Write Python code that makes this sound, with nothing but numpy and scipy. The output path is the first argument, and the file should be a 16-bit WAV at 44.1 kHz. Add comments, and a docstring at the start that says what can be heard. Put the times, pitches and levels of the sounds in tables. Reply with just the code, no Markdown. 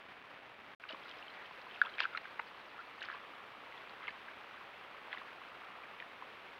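"""A tapir wades slowly through a shallow mud wallow in a forest, a few metres from a trail camera.
First comes a hiss with faint hum and static; all drops out for an instant, and hiss and hum return.
Then drops and bubbles ring, wet mud smacks and stirred slurry crackles, dulled by the camera's case.
Soon air pockets gulp as they fill and plop open under its feet, loudest around two seconds in.
From there the camera ticks faintly, in runs, while the steps thin out."""
import sys
import numpy as np
from scipy import signal
from scipy.fft import rfft, irfft
from scipy.io import wavfile
from scipy.ndimage import uniform_filter1d

SR = 44100
rng = np.random.default_rng(int(sys.argv[2]) if len(sys.argv) > 2 else 0)


def output_pcm(signal):
    """Save a mono or channel-first signal as 16-bit PCM at the path in sys.argv[1].

    Samples are clipped to [-1, 1] before scaling.
    """
    pcm = np.clip(np.atleast_2d(signal).T, -1, 1) * 32767
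    wavfile.write(sys.argv[1], SR, np.round(pcm).astype(np.int16))


N = 290852
T = np.arange(N) / SR
DROPOUT_START_S, DROPOUT_END_S = .749, .798


def undb(db):
    """Decibels to gain."""
    return 10 ** (np.asarray(db) / 20)


def unit(x):
    """Scale to rms 1."""
    return x / np.sqrt(np.mean(x ** 2) + 1e-20)


def add(out, s, sound):
    """Mix a sound in at time s."""
    i = int(s * SR)
    out[i:i + len(sound)] += sound[:N - i]


def fade(t, t60):
    """Exponential decay, 60 dB down after t60."""
    return np.exp(-np.log(1000) * t / t60)


def colour(x, points):
    """EQ along a curve of (frequency [Hz], gain [dB]) points."""
    hz, db = np.transpose(points)
    f = np.maximum(np.fft.rfftfreq(len(x), 1 / SR), 1)
    return irfft(rfft(x) * undb(np.interp(np.log(f), np.log(hz), db)), len(x))


def band(x, hz, spread, order=2):
    """Broad resonance from hz / spread to hz * spread."""
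    sos = signal.butter(order, [hz / spread, hz * spread], "band", fs=SR, output="sos")
    return signal.sosfilt(sos, x)


def wander(rate_hz):
    """Smooth random modulation with rms 1."""
    hold = int(SR / rate_hz)
    steps = np.repeat(rng.standard_normal(N // hold + 1), hold)
    return unit(uniform_filter1d(uniform_filter1d(steps, hold), hold)[:N])


def housing(x, low_hz=350, high_hz=4400):
    """The sealed camera case passes only the mids."""
    x = signal.sosfilt(signal.butter(1, low_hz, "high", fs=SR, output="sos"), x)
    return signal.sosfilt(signal.butter(4, high_hz, fs=SR, output="sos"), x)


# Tones of the electric hum: (frequency [Hz], relative level [dB])
HUM_TONES = [(59, -90), (125, -88)]
def hum():
    """A faint electric hum of two low sines."""
    return sum(np.sqrt(2) * undb(db) * np.sin(2 * np.pi * hz * T) for hz, db in HUM_TONES)


# EQ curve of the hiss: (frequency [Hz], relative level [dB])
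HISS_EQ = [(18, -53), (30, -20.5), (55, -19.5), (88, -13.5), (123, -14), (256, -8), (299, -7.5),
           (443, -4.5), (728, -2.5), (808, -2.5), (1110, -1.5), (2550, -4.5), (3490, -12), (7080, -38),
           (15500, -40)]
# The bed before and after the dropout: (trim [dB], flicker depth [dB])
BED_STATES = [(-2.5, 1.66), (0.5, 1.0)]
def hiss_bed(level_db=-53.5, drift_db=.3, dip_db=-3.5, recover_s=.15):
    """Grainy, flickering hiss over the hum; both come back low after the dropout and swell up."""
    after = T > DROPOUT_END_S
    trim_db, flicker_db = (np.where(after, late, early) for early, late in zip(*BED_STATES))
    dip = after * np.clip(1 - ((T - DROPOUT_END_S) / recover_s) ** 2, 0, 1)
    flicker = undb(flicker_db * wander(rate_hz=500))
    flicker /= np.sqrt(uniform_filter1d(flicker ** 2, SR // 4))  # same mean power at any depth
    noise = unit(colour(rng.standard_normal(N) * flicker, HISS_EQ))
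    hiss = noise * undb(level_db + drift_db * wander(rate_hz=8.5))
    return (hiss + hum()) * undb(trim_db + dip_db * dip)


def static(per_second=300, peak_db=-47, upward_share=.25):
    """Fine crackle up to the dropout: tiny electrical spikes of one size, most of one polarity."""
    chance, sign = rng.random((2, N))
    fires = (chance < per_second / SR) & (T < DROPOUT_START_S)
    spikes = fires * np.where(sign < upward_share, 1, -1)
    click = housing(signal.unit_impulse(SR // 100), low_hz=200, high_hz=2500)
    return undb(peak_db) * signal.fftconvolve(spikes, click / click.max())[:N]


def bubble(hz, t60, rise_octaves, swell_cycles=1.0):
    """A pocket of air swells within a cycle or two and rings out, bending up as it nears the surface."""
    t = np.arange(int(t60 * SR)) / SR
    envelope = (1 - np.exp(-(t * hz / swell_cycles) ** 2)) * fade(t, t60)
    glide_hz = hz * 2 ** (rise_octaves * t / t60)
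    return envelope / envelope.max() * np.sin(2 * np.pi * np.cumsum(glide_hz) / SR)


def drips(level_db=-55.5, centre_hz=4300, busy_per_second=45, sparse_per_second=3):
    """Droplets and pinhead bubbles prickle as the animal shifts its weight, then thin as it walks on."""
    out = np.zeros(N)
    for start_s, end_s, rate in (.79, 3.3, busy_per_second), (3.3, 6.2, sparse_per_second):
        count = int(rate * (end_s - start_s))
        times = rng.uniform(start_s, end_s, count)
        for s, (softer_db, pitch) in zip(times, rng.standard_normal((count, 2))):
            ping = bubble(centre_hz * 2 ** (.2 * pitch), t60=.008, rise_octaves=.1)
            add(out, s, undb(level_db - softer_db) * ping)
    return out


# Foreground bubbles and drops: (time [s], pitch [Hz], relative level [dB], decay t60 [s])
BUBBLE_HITS = [ (0.837, 1520, -35, 0.026), (.852, 1260, -39, .025), (0.889, 3900, -42, .015),
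               (.891, 2840, -33, .029), (.898, 3800, -45, .015), (.902, 625, -39, 0.068),
               (.908, 2980, -37, .018), (.925, 3000, -37, 0.028), (.946, 1120, -34, .014),
               (1.037, 3250, -43, .018), (1.058, 1380, -39, .018), (1.082, 3750, -46, 0.028),
               (1.112, 3180, -39.5, .022), (1.226, 2760, -37, 0.016), (1.281, 3120, -38.5, 0.019),
               (1.302, 4100, -45, .022), (1.457, 3100, -43, .018), (1.510, 1010, -38.5, 0.018),
               (1.667, 1030, -38, .023), (1.711, 3080, -40, .024), (1.759, 2600, -38.5, 0.026),
               (1.774, 1450, -39, 0.025), (1.8152, 4630, -38, .012), (1.838, 1340, -33, .02),
               (1.851, 2700, -35.5, 0.016), (1.860, 3340, -34.5, 0.017), (1.868, 1305, -31, 0.025),
               (1.8955, 4000, -43, 0.013), (1.939, 3170, -38.5, .02), (1.953, 3850, -47, 0.015),
               (2.004, 1314, -20, 0.01), (2.0042, 3200, -24, 0.012), (2.013, 2520, -35, .022),
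               (2.021, 1820, -39, 0.026), (2.028, 1710, -32.5, .015), (2.0323, 3000, -30.5, 0.021),
               (2.0382, 3280, -35.5, 0.014), (2.131, 1400, -38, .028), (2.1733, 4120, -30, 0.016),
               (2.243, 2280, -39, .015), (2.2535, 1580, -33.5, .022), (2.398, 957, -27, 0.012),
               (2.7884, 1410, -35, .022), (3.028, 2970, -38, 0.031), (3.038, 1530, -35, .022),
               (3.0935, 1800, -37, .012), (3.116, 1650, -37, .014), (3.1535, 1600, -39, .016),
               (3.168, 1150, -41, .014), (3.777, 3420, -41.5, 0.014), (4.027, 2050, -39, .018),
               (4.0378, 1300, -40, .02), (4.044, 1750, -40, .018), (4.0835, 2180, -25, 0.011),
               (4.087, 1000, -40, .016), (4.092, 1750, -34, .02), (4.1055, 4700, -48, .012),
               (4.2837, 1610, -33.5, 0.023), (5.120, 3270, -39, .014), (5.133, 1450, -46, .016),
               (5.138, 2000, -40, .028), (5.146, 2930, -39, .016), (5.2155, 1130, -40.5, .018),
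               (5.835, 2330, -38.5, .025), (5.853, 1720, -42, .02), (6.023, 1830, -35, .02),
               (6.223, 1040, -31.5, 0.017)]
def bubbles(gain_db=-4, hollow_db=-12, detune_octaves=.16, linger_s=.038, climb_octaves_per_s=6.6):
    """Single bubbles and drops; the mud hollow beside each rings a little off pitch, so the tail beats."""
    out = np.zeros(N)
    for s, hz, db, t60 in BUBBLE_HITS:
        offset, side = rng.random(2)
        rise = climb_octaves_per_s * max(t60 - linger_s, 0)  # only a lingering bubble surfaces
        hollow_hz = hz * 2 ** (detune_octaves * (1 + offset) * np.sign(side - .5))
        hollow = undb(hollow_db) * bubble(hollow_hz, t60, rise)
        add(out, s, undb(db + gain_db) * (bubble(hz, t60, rise) + hollow))
    return out


# Mud parting or slapping shut:
# (time [s], centre [Hz], spread to each side [ratio], relative level [dB], decay t60 [s])
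SMACK_HITS = [ (0.8382, 2350, 1.15, -41.5, .012), (.908, 3670, 1.25, -39, .014),
              (.925, 2600, 1.8, -44, .012), (.9325, 330, 1.74, -37, 0.021), (.9455, 1700, 1.7, -40, .01),
              (1.091, 2620, 1.3, -41, .012), (1.094, 4700, 1.3, -43, .014), (1.112, 4500, 1.14, -49, .014),
              (1.186, 3400, 1.54, -43, .018), (1.616, 4300, 1.13, -50, .012), (1.747, 2900, 1.2, -44, .01),
              (1.752, 4800, 1.1, -49, .012), (1.8153, 2700, 1.46, -29, .009), (1.8906, 1900, 1.4, -36, .01),
              (1.9832, 1890, 1.76, -29, 0.0083), (1.990, 2300, 1.13, -28, 0.0076),
              (1.9978, 2420, 1.9, -35, 0.011), (2.004, 4140, 1.17, -22, 0.0055),
              (2.0045, 1700, 3.0, -29, .014), (2.0089, 2600, 1.4, -32, .005),
              (2.0178, 3000, 1.4, -38, .007), (2.0395, 1100, 1.4, -37, .008), (2.048, 2470, 1.1, -36, .008),
              (2.1493, 2210, 1.1, -41, 0.0051), (2.1745, 2030, 1.56, -24.5, 0.017),
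              (2.3926, 1960, 1.1, -34, 0.018), (2.3958, 1370, 1.7, -35, 0.012),
              (2.3975, 1280, 1.76, -27, .012), (3.0078, 3660, 1.17, -41, 0.021),
              (3.0245, 2780, 1.1, -36.5, .008), (3.028, 4860, 1.46, -39, 0.02),
              (3.0485, 3300, 1.54, -41.5, .024), (3.1388, 1800, 2, -41, 0.0092),
              (3.723, 2210, 1.22, -40.5, .012), (3.895, 3630, 1.19, -44, .014),
              (4.071, 2500, 1.3, -37.5, .016), (4.08, 1410, 2.2, -34, 0.032),
              (4.0815, 600, 1.75, -38.5, .022), (4.091, 2300, 1.8, -41, 0.03),
              (4.106, 1800, 1.6, -39, .018), (5.115, 1500, 2.1, -43, .025), (5.1285, 2700, 1.4, -35, .014),
              (5.132, 1500, 1.6, -33, 0.02), (5.183, 3200, 1.3, -44, .02), (6.001, 2300, 1.5, -39, .01),
              (6.025, 2100, 1.5, -44, .01)]
def smacks(gain_db=-1, tear_db=-5, slap_hz=550, slap_db=-24, spray_hz=4500, spray_db=-28):
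    """A mud film clicks and tears, coloured by the hollow behind it, with a low slap and bright spray."""
    out, t = np.zeros(N), T[:SR // 20]
    snap = signal.unit_impulse(len(t))
    for s, hz, spread, db, t60 in SMACK_HITS:
        envelope = fade(t, t60)
        cracks = rng.standard_normal(len(t)) * envelope
        for layer_hz, layer_db in (hz, 0), (slap_hz, slap_db), (spray_hz, spray_db):
            click = band(snap, layer_hz, spread, order=3)
            tear = unit(band(cracks, layer_hz, spread, order=3)) * np.sqrt(np.mean(envelope ** 2))
            layer = click / np.abs(click).max() + undb(tear_db) * tear
            add(out, s, undb(db + gain_db + layer_db) * layer)
    return out


# Feet and snout stirring the slurry:
# (time [s], length [s], relative level [dB], centre [Hz], pitch scatter [octaves])
STIR_CUES = [ (0.877, .065, -49, 2120, .42), (0.949, .25, -59.5, 2480, 0.34),
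             (1.268, 0.29, -54.5, 2080, 0.33), (1.694, 0.12, -58, 2580, 0.29),
             (1.825, 0.064, -51.5, 1720, .4), (1.977, 0.086, -42.5, 2420, 0.28),
             (2.117, 0.087, -54, 1850, 0.31), (2.217, 0.1, -59, 2120, 0.26),
             (3.003, 0.087, -50.5, 2320, 0.27), (3.05, .135, -51, 1660, 0.317),
             (4.003, .075, -51.5, 1830, 0.24), (4.097, 0.082, -62, 1470, .35),
             (5.11, 0.052, -51.5, 2230, 0.37), (5.171, 0.046, -55, 2200, 0.34),
             (5.246, 0.075, -56, 1880, 0.13), (5.975, 0.07, -61, 2210, 0.14)]
def slurry(per_second=800, size_db=3, ring_cycles=13, wash_db=-9):
    """Each stir frees a swarm of tiny bubbles over a soft wash of water."""
    out = np.zeros(N)
    for s, length, db, hz, scatter in STIR_CUES:
        n, swarm = int(length * SR), np.zeros(N)
        for when, size, pitch in rng.random((int(per_second * length), 3)):
            octaves = scatter * np.log(pitch / (1 - pitch))
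            ring_hz = np.clip(hz * 2 ** octaves, 700, 4600)
            strength = min(-np.log(1 - size), 3.5)  # small bubbles are many, large ones few
            grain = bubble(ring_hz, ring_cycles / ring_hz, rise_octaves=.15, swell_cycles=1.4)
            add(swarm, when * length, undb(size_db * strength) * grain)
        wash = unit(band(rng.standard_normal(n), hz, spread=1.7))
        swell = np.sin(np.pi * np.arange(n) / n)
        add(out, s, undb(db) * unit(unit(swarm[:n]) + undb(wash_db) * wash) * swell)
    return out


# Air pockets filling: (time [s], length [s], start pitch [Hz], end pitch [Hz], relative level [dB])
GULP_CUES = [ (1.579, 0.024, 500, 1050, -51), (1.849, 0.013, 877, 1600, -41.5),
             (2.155, 0.0091, 1310, 1550, -38), (2.788, 0.0285, 1327, 1800, -45),
             (3.137, 0.018, 1024, 1800, -47), (5.165, .008, 840, 1500, -49.5)]
def gulps(curve=2.8, attack_s=.0017, waver_db=2.5):
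    """Water fills an air pocket: the note holds, wavers and sweeps up ever faster until it closes."""
    out = np.zeros(N)
    for s, length, start_hz, end_hz, db in GULP_CUES:
        t = T[:int(length * SR)]
        hz = start_hz * (end_hz / start_hz) ** ((t / length) ** curve)
        envelope = (1 - np.exp(-t / attack_s)) * np.sqrt(1 - (t / length) ** 4)
        add(out, s, undb(db) * envelope * np.sin(2 * np.pi * np.cumsum(hz) / SR))
    return out * undb(-waver_db * wander(rate_hz=250))


# Air pockets opening underfoot:
# (time [s], pitch [Hz], gap between modes [Hz], relative level [dB], decay t60 [s])
PLOP_HITS = [ (1.8156, 1560, 230, -12.5, 0.024), (1.9829, 1700, 340, -30, .012),
             (2.0026, 1660, 196, -26, 0.0087), (2.0032, 2670, 240, -22, 0.0067),
             (2.0412, 1460, 175, -31, 0.024), (2.0532, 1460, 227, -23.5, 0.026),
             (2.149, 1350, 89, -30, 0.011), (2.3951, 1197, 560, -26.5, 0.016),
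             (3.018, 1660, 260, -33, .009), (3.0862, 1545, 356, -31, .013), (3.0999, 1430, 440, -30, 0.018),
             (3.1275, 1610, 100, -40, .014), (4.0794, 2300, 360, -31, 0.018),
             (5.1287, 1820, 330, -31, .011), (5.1735, 1920, 295, -34.5, .009),
             (6.0012, 2200, 400, -36, .016)]
def plops():
    """Two coupled modes of a footprint's cavity start in opposite phase, swell, and beat as they die."""
    out, t = np.zeros(N), T[:SR // 20]
    for s, hz, gap_hz, db, t60 in PLOP_HITS:
        beat = np.sin(np.pi * gap_hz * t) * fade(t, t60)
        add(out, s, undb(db) * beat / beat.max() * np.cos(2 * np.pi * hz * t))
    return out


# Runs of camera ticks: (start [s], end [s], offset within the frame [0-1], level [dB])
TICK_CUES = [(2.5, 3.65, 0.49, -51), (3.15, 4.42, 0.06, -48.5), (4.43, 4.63, 0.04, -45),
             (4.64, 5.05, .05, -49.5), (5.05, 5.846, .07, -47), (5.61, 5.97, 0.59, -45)]
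def ticking(frame_hz=29.79, origin_s=2.3255, ring_hz=1195, length_s=.0053, rise_octaves=.37,
            scatter_db=1.5, pitch_jitter=.085, time_jitter_s=.00059):
    """The camera ticks in step with its frame rate, each tick a short, slightly varied rising chirp."""
    out, frames = np.zeros(N), np.arange(origin_s, T[-1], 1 / frame_hz)
    sweep = np.linspace(-.5, .5, int(length_s * SR))
    for start, end, offset, db in TICK_CUES:
        variations = rng.standard_normal((len(frames), 3))
        for s, (size, pitch, late) in zip(frames + offset / frame_hz, variations):
            if start < s < end:
                hz = ring_hz * (1 + pitch_jitter * pitch) * 2 ** (rise_octaves * sweep)
                chirp = np.cos(np.pi * sweep) * np.sin(2 * np.pi * np.cumsum(hz) / SR)
                add(out, s + time_jitter_s * late, undb(db + scatter_db * size) * chirp)
    return out


def forest(x, wet_db=-27, t60=.66, attack_s=.0036):
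    """Trunks and leaves scatter a thin, short echo."""
    t = T[:SR // 2]
    reflections = band(rng.standard_normal(len(t)) ** 3, 1600, spread=2.7, order=1)
    tail = reflections * fade(t, t60) * (1 - np.exp(-t / attack_s))
    return x + undb(wet_db) * signal.fftconvolve(x, tail / np.sqrt(np.sum(tail ** 2)))[:N]


def scene():
    """Mono mix: muffled mud and water among the trees, over hiss, static and ticking."""
    wallow = plops() + bubbles() + gulps() + smacks() + slurry() + drips()
    return (housing(forest(wallow)) + hiss_bed() + static() + ticking())[None]


def record(dry):
    """A brief hard mute, then a steep high cut."""
    gate = (T < DROPOUT_START_S) | (T > DROPOUT_END_S)
    high_cut = signal.ellip(8, .2, 70, 15800, fs=SR, output="sos")
    return signal.sosfilt(high_cut, dry * gate)


dry = scene()
out = record(dry)
output_pcm(out)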